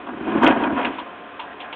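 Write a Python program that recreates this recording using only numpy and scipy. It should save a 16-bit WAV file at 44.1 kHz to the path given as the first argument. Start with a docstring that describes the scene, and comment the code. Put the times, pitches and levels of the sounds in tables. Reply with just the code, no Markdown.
"""A hollow rumble swells over a faint motor hum: a wooden barrel, pushed by a foot, turns on its cradle.
It grinds, thumps against the support and stops with a clack, each contact exciting damped modes of
its body, staves and hoops. Shoes scuff the concrete by friction, during the roll and after it.
The narrow back yard adds short echoes, and a narrow-band recorder clips the highest peaks."""
import sys
import numpy as np
from scipy import signal
from scipy.fft import rfft, irfft
from scipy.io import wavfile
from scipy.ndimage import uniform_filter1d

SR = 44100
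rng = np.random.default_rng(int(sys.argv[2]) if len(sys.argv) > 2 else 0)


def dump(signal):
    """Clip the signal to [-1, 1] and save it as 16-bit WAV at the path in sys.argv[1]."""
    limited = np.clip(np.atleast_2d(signal).T, -1, 1)
    pcm = np.round(limited * 32767).astype(np.int16)
    wavfile.write(sys.argv[1], SR, pcm)


N = 77175
T = np.arange(N) / SR

# Spectrum of the outdoor noise: f/Hz, relative level/dB
AIR_SPECTRUM = [(25, -46.5), (60, -12), (140, -13.5), (200, -4), (290, -3.5), (390, -2.5), (520, 1),
                (700, -2), (1050, -5.5), (1300, -3), (1700, -7.5), (2100, -12), (3200, -16.5), (3700, -15),
                (4400, -26.5)]
# Partials of the motor: f/Hz, level/dB
MOTOR_PARTIALS = [(291, -52.5), (698.5, -51), (721, -53.5), (1047, -48), (1164, -54.5), (1395, -60)]
# Envelope of the soft shuffling: t/s, level/dB
SHUFFLE_ENVELOPE = [(1.38, -82), (1.45, -44.5), (1.51, -39), (1.57, -59), (1.64, -36), (1.70, -42),
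                    (1.75, -47)]
# Spectrum of the shuffling: f/Hz, relative level/dB
SHUFFLE_SPECTRUM = [(200, -19), (450, -41.5), (720, 11.5), (1100, -9.5), (1650, 7), (2300, -12.5),
                    (4000, -26)]
# Shoes scuffing and landing: t/s, length/s, sole f/Hz, sole level/dB, rasp level/dB, release/s
SCUFFS = [(.065, 0.0086, 1030, -33, -46, 0.012), (0.422, 0.0076, 934.3, -18, -30.5, 0.0066),
          (.983, 0.021, 993, -32, -33.5, 0.0078), (1.392, 0.008, 976, -29.5, -32.5, 0.03),
          (1.601, 0.021, 758, -43, -34.5, .018), (1.726, 0.003, 1000, -36, -30, 0.016)]
# Rolling excitation: t/s, body rumble level/dB, stave grinding level/dB, edge grit level/dB
ROLL_ENVELOPE = [(0, -40, -39.5, -46.5), (.06, -41.5, -50.5, -52.5), (.09, -33.5, -31, -50.5),
                 (.135, -30.5, -45.5, -49), (.20, -33, -36.5, -47), (.25, -29.5, -35, -42.5),
                 (.29, -23.5, -29.5, -38.5), (.40, -20.5, -24.5, -45), (.445, -18.5, -20, -32.5),
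                 (.50, -18.5, -26.5, -34.5), (.55, -26.5, -25.5, -42.5), (.65, -22, -23, -38),
                 (.69, -24.5, -27.5, -61.5), (.75, -26, -32.5, -37.5), (.785, -27, -22.5, -34.5),
                 (.865, -26, -28, -34.5), (.90, -34, -34, -41), (.97, -37, -36, -43),
                 (1.12, -57, -47, -50.5)]
# Knocks on the cradle: t/s, body level/dB, stave level/dB, edge level/dB
CRADLE_KNOCKS = [(0.135, -32, -37.5, -86), (0.206, -25.5, -43.5, -52.5), (0.278, -25, -33, -39.5),
                 (.351, -18, -29.5, -46), (.376, -13.5, -37, -37.5), (.432, -14.5, -14.5, -28.5),
                 (0.444, -28.5, -20.5, -33), (0.463, -19, -27, -16.5), (.472, -16.5, -14.5, -28),
                 (.482, -22.5, -17.5, -26), (.494, -16, -23.5, -31), (.507, -22, -19.5, -26),
                 (.521, -22, -20, -37), (0.572, -21, -31.5, -40.5), (.636, -26, -30, -31.5),
                 (.722, -18, -32.5, -41.5), (.848, -31, -27.5, -21.5), (.866, -24.5, -26, -33)]
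# Modes of the hollow body and heads: f/Hz, relative level/dB, T60/s
BODY_RESONANCES = [(64, -23, 0.072), (124, -21.5, 0.073), (227.8, -4, 0.079), (276.1, -0.5, 0.099),
                   (319, -2, 0.067), (398, -5.5, 0.032)]
# Modes of the staves: f/Hz, relative level/dB, T60/s
STAVE_RESONANCES = [(433.4, -6.5, 0.12), (520, -12, 0.028), (552, 0.5, .05), (605, -2, 0.062),
                    (674.6, 4.5, 0.034), (760, 3, .06), (780, -8, 0.042), (918, 2, .06),
                    (967.8, -3.5, 0.18), (1039, 0.5, .05), (1152, -9, 0.069), (1470, -1.5, 0.066),
                    (1632, -4, 0.09), (1785, -5.5, 0.022)]
# Modes of the hoops and hard edges: f/Hz, relative level/dB, T60/s
EDGE_RESONANCES = [(2210, -23, 0.076), (2465, 8, 0.072), (2559, 15, 0.013), (2810, -2, .03),
                   (3126, 10.5, 0.017), (3387, 0.5, .03)]


def amp(db):
    """Amplitude grows tenfold for every 20 dB."""
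    return 10 ** (np.asarray(db) / 20)


def unit_rms(x):
    """Normalisation to a mean power of 1."""
    return x / np.sqrt(np.mean(x ** 2))


def unit_energy(x):
    """Normalisation to a total energy of 1."""
    return x / np.sqrt(np.sum(x ** 2))


def envelope(table, column=1):
    """Gain over time, by linear interpolation of one column of levels."""
    rows = np.array(table)
    return amp(np.interp(T, rows[:, 0], rows[:, column]))


def decay(t60):
    """Exponential damping: a fall of 60 dB in t60 seconds."""
    return np.exp(-np.log(1000) * T / t60)


def ring(force, response):
    """A linear system convolves its input with its impulse response."""
    return signal.fftconvolve(force, response)[:N]


def band_noise(lo_hz, hi_hz):
    """Band-pass filtering of white noise, at rms 1."""
    band = signal.butter(2, [lo_hz, hi_hz], "band", fs=SR, output="sos")
    return unit_rms(signal.sosfilt(band, rng.standard_normal(N)))


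def coloured_noise(spectrum):
    """Spectral shaping of white noise, at rms 1."""
    hz, db = np.array(spectrum).T
    bins_hz = np.maximum(np.arange(N // 2 + 1) * SR / N, 1)
    gain = amp(np.interp(np.log(bins_hz), np.log(hz), db))
    return unit_rms(irfft(rfft(rng.standard_normal(N)) * gain, N))


def wander(per_s):
    """Moving averages smooth random steps into a drift of rms 1."""
    span = int(SR / per_s)
    steps = np.repeat(rng.standard_normal(N // span + 1), span)[:N]
    return unit_rms(uniform_filter1d(uniform_filter1d(steps, span), span))


def impulses(per_s, spread_db):
    """A Poisson process: independent impulses of uneven size and random sign, at rms 1."""
    size = amp(spread_db * np.minimum(rng.exponential(size=N), np.pi))
    occurs = rng.random(N) < per_s / SR
    return unit_rms(occurs * size * np.sign(rng.standard_normal(N)))


def outdoor_air():
    """Broadband ambient noise with slight random amplitude modulation."""
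    return coloured_noise(AIR_SPECTRUM) * amp(-40 - .45 * wander(per_s=12))


def motor_hum(drift_hz=1.53):
    """A distant motor radiates a line spectrum; each partial wavers in frequency and level."""
    hum = np.zeros(N)
    for hz, db in MOTOR_PARTIALS:
        phase = 2 * np.pi * np.cumsum(hz + drift_hz * wander(per_s=5.54)) / SR
        hum += np.sqrt(2) * amp(db - wander(per_s=11)) * np.sin(phase)
    return hum


def yard(direct, echo_db=-21, delay_s=.009, low_cut_hz=370):
    """Reflection from fence and house wall adds scattered echoes, thin in the bass."""
    echoes = impulses(per_s=1500, spread_db=3) * (T > delay_s) * decay(t60=.46)
    echoes = signal.sosfilt(signal.butter(2, low_cut_hz, "high", fs=SR, output="sos"), echoes)
    return direct + amp(echo_db) * ring(direct, unit_energy(echoes))


def shuffling():
    """Light sliding friction of the shoes makes a soft noise that swells and fades."""
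    return coloured_noise(SHUFFLE_SPECTRUM) * envelope(SHUFFLE_ENVELOPE)


def scuffs(attack_s=.0015, drift_hz=60, half_band_hz=275, rasp_fade_s=.072):
    """Friction on concrete draws a hollow squawk from the sole and a sandy rasp that fades first."""
    out = np.zeros(N)
    for start, length, hz, sole_db, rasp_db, release in SCUFFS:
        age = np.maximum(T - start, 0)
        shape = np.minimum(age / attack_s, 1) * np.exp(-np.maximum(age - length, 0) / release)
        phase = 2 * np.pi * np.cumsum(hz + drift_hz * wander(per_s=300)) / SR
        rubbing = band_noise(hz - half_band_hz, hz + half_band_hz)
        sole = unit_rms(unit_rms(np.sin(phase)) + amp(-3) * rubbing)
        rasp = band_noise(2340, 3740) * np.exp(-age / rasp_fade_s)
        out += shape * (amp(sole_db) * sole + amp(rasp_db) * rasp)
    return out


def knocks(column, chatter_s=.004, span_s=.015):
    """Each impact on the cradle is an impulsive force followed by brief contact chatter."""
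    force = np.zeros(N)
    for knock in CRADLE_KNOCKS:
        blow = amp(1) * unit_energy(rng.standard_normal(N) * np.exp(-T / chatter_s))
        blow[0] = 1  # the first sharp contact
        start = int(knock[0] * SR)
        strength = amp(knock[column]) * np.sqrt(span_s * SR)  # energy of this level held for span_s
        force[start:] += strength * unit_energy(blow)[:N - start]
    return force


def barrel_part(contacts, column, modes, dense_db, dense_hz):
    """Modal superposition: rolling and knocks drive damped sines; a noise band stands for dense modes."""
    force = contacts * envelope(ROLL_ENVELOPE, column) + knocks(column)
    response = sum((-1) ** k * amp(db) * np.sin(2 * np.pi * hz * T) * decay(t60)
                   for k, (hz, db, t60) in enumerate(modes))
    main_modes = ring(force, unit_energy(response))
    stored_energy = np.abs(ring(force ** 2, unit_energy(decay(t60=.051)) ** 2))
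    dense_modes = band_noise(*dense_hz) * np.sqrt(stored_energy)
    return (main_modes + amp(dense_db) * dense_modes) / np.hypot(1, amp(dense_db))


def barrel():
    """Forced vibration: irregular contacts ring the hollow body, the staves and the hard edges."""
    bumps = impulses(per_s=970, spread_db=3.5)
    grit = impulses(per_s=710, spread_db=1.5)
    body = barrel_part(bumps, column=1, modes=BODY_RESONANCES, dense_db=-6, dense_hz=(230, 381))
    staves = barrel_part(bumps, column=2, modes=STAVE_RESONANCES, dense_db=.5, dense_hz=(450, 1343))
    edges = barrel_part(grit, column=3, modes=EDGE_RESONANCES, dense_db=4.5, dense_hz=(1400, 3200))
    return body + staves + edges


def scene():
    """Superposition: barrel and shoes echo in the yard over the air and the motor."""
    return (yard(barrel() + shuffling() + scuffs()) + outdoor_air() + motor_hum())[None]


def record(dry, low_cut_hz=42, rolloff_hz=3416, band_hz=4522, clip_level=.7, top_hz=15800):
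    """Band limiting and overload: the recorder cuts deep bass and treble, then clips the highest peaks."""
    x = signal.sosfilt(signal.butter(2, low_cut_hz, "high", fs=SR, output="sos"), dry)
    x = signal.sosfilt(signal.butter(10, rolloff_hz, fs=SR, output="sos"), x)
    x = signal.sosfilt(signal.ellip(8, .2, 70, band_hz, fs=SR, output="sos"), x)
    x = np.clip(x, -clip_level, clip_level)
    return signal.sosfilt(signal.ellip(8, .2, 70, top_hz, fs=SR, output="sos"), x)


dry = scene()
out = record(dry)
dump(out)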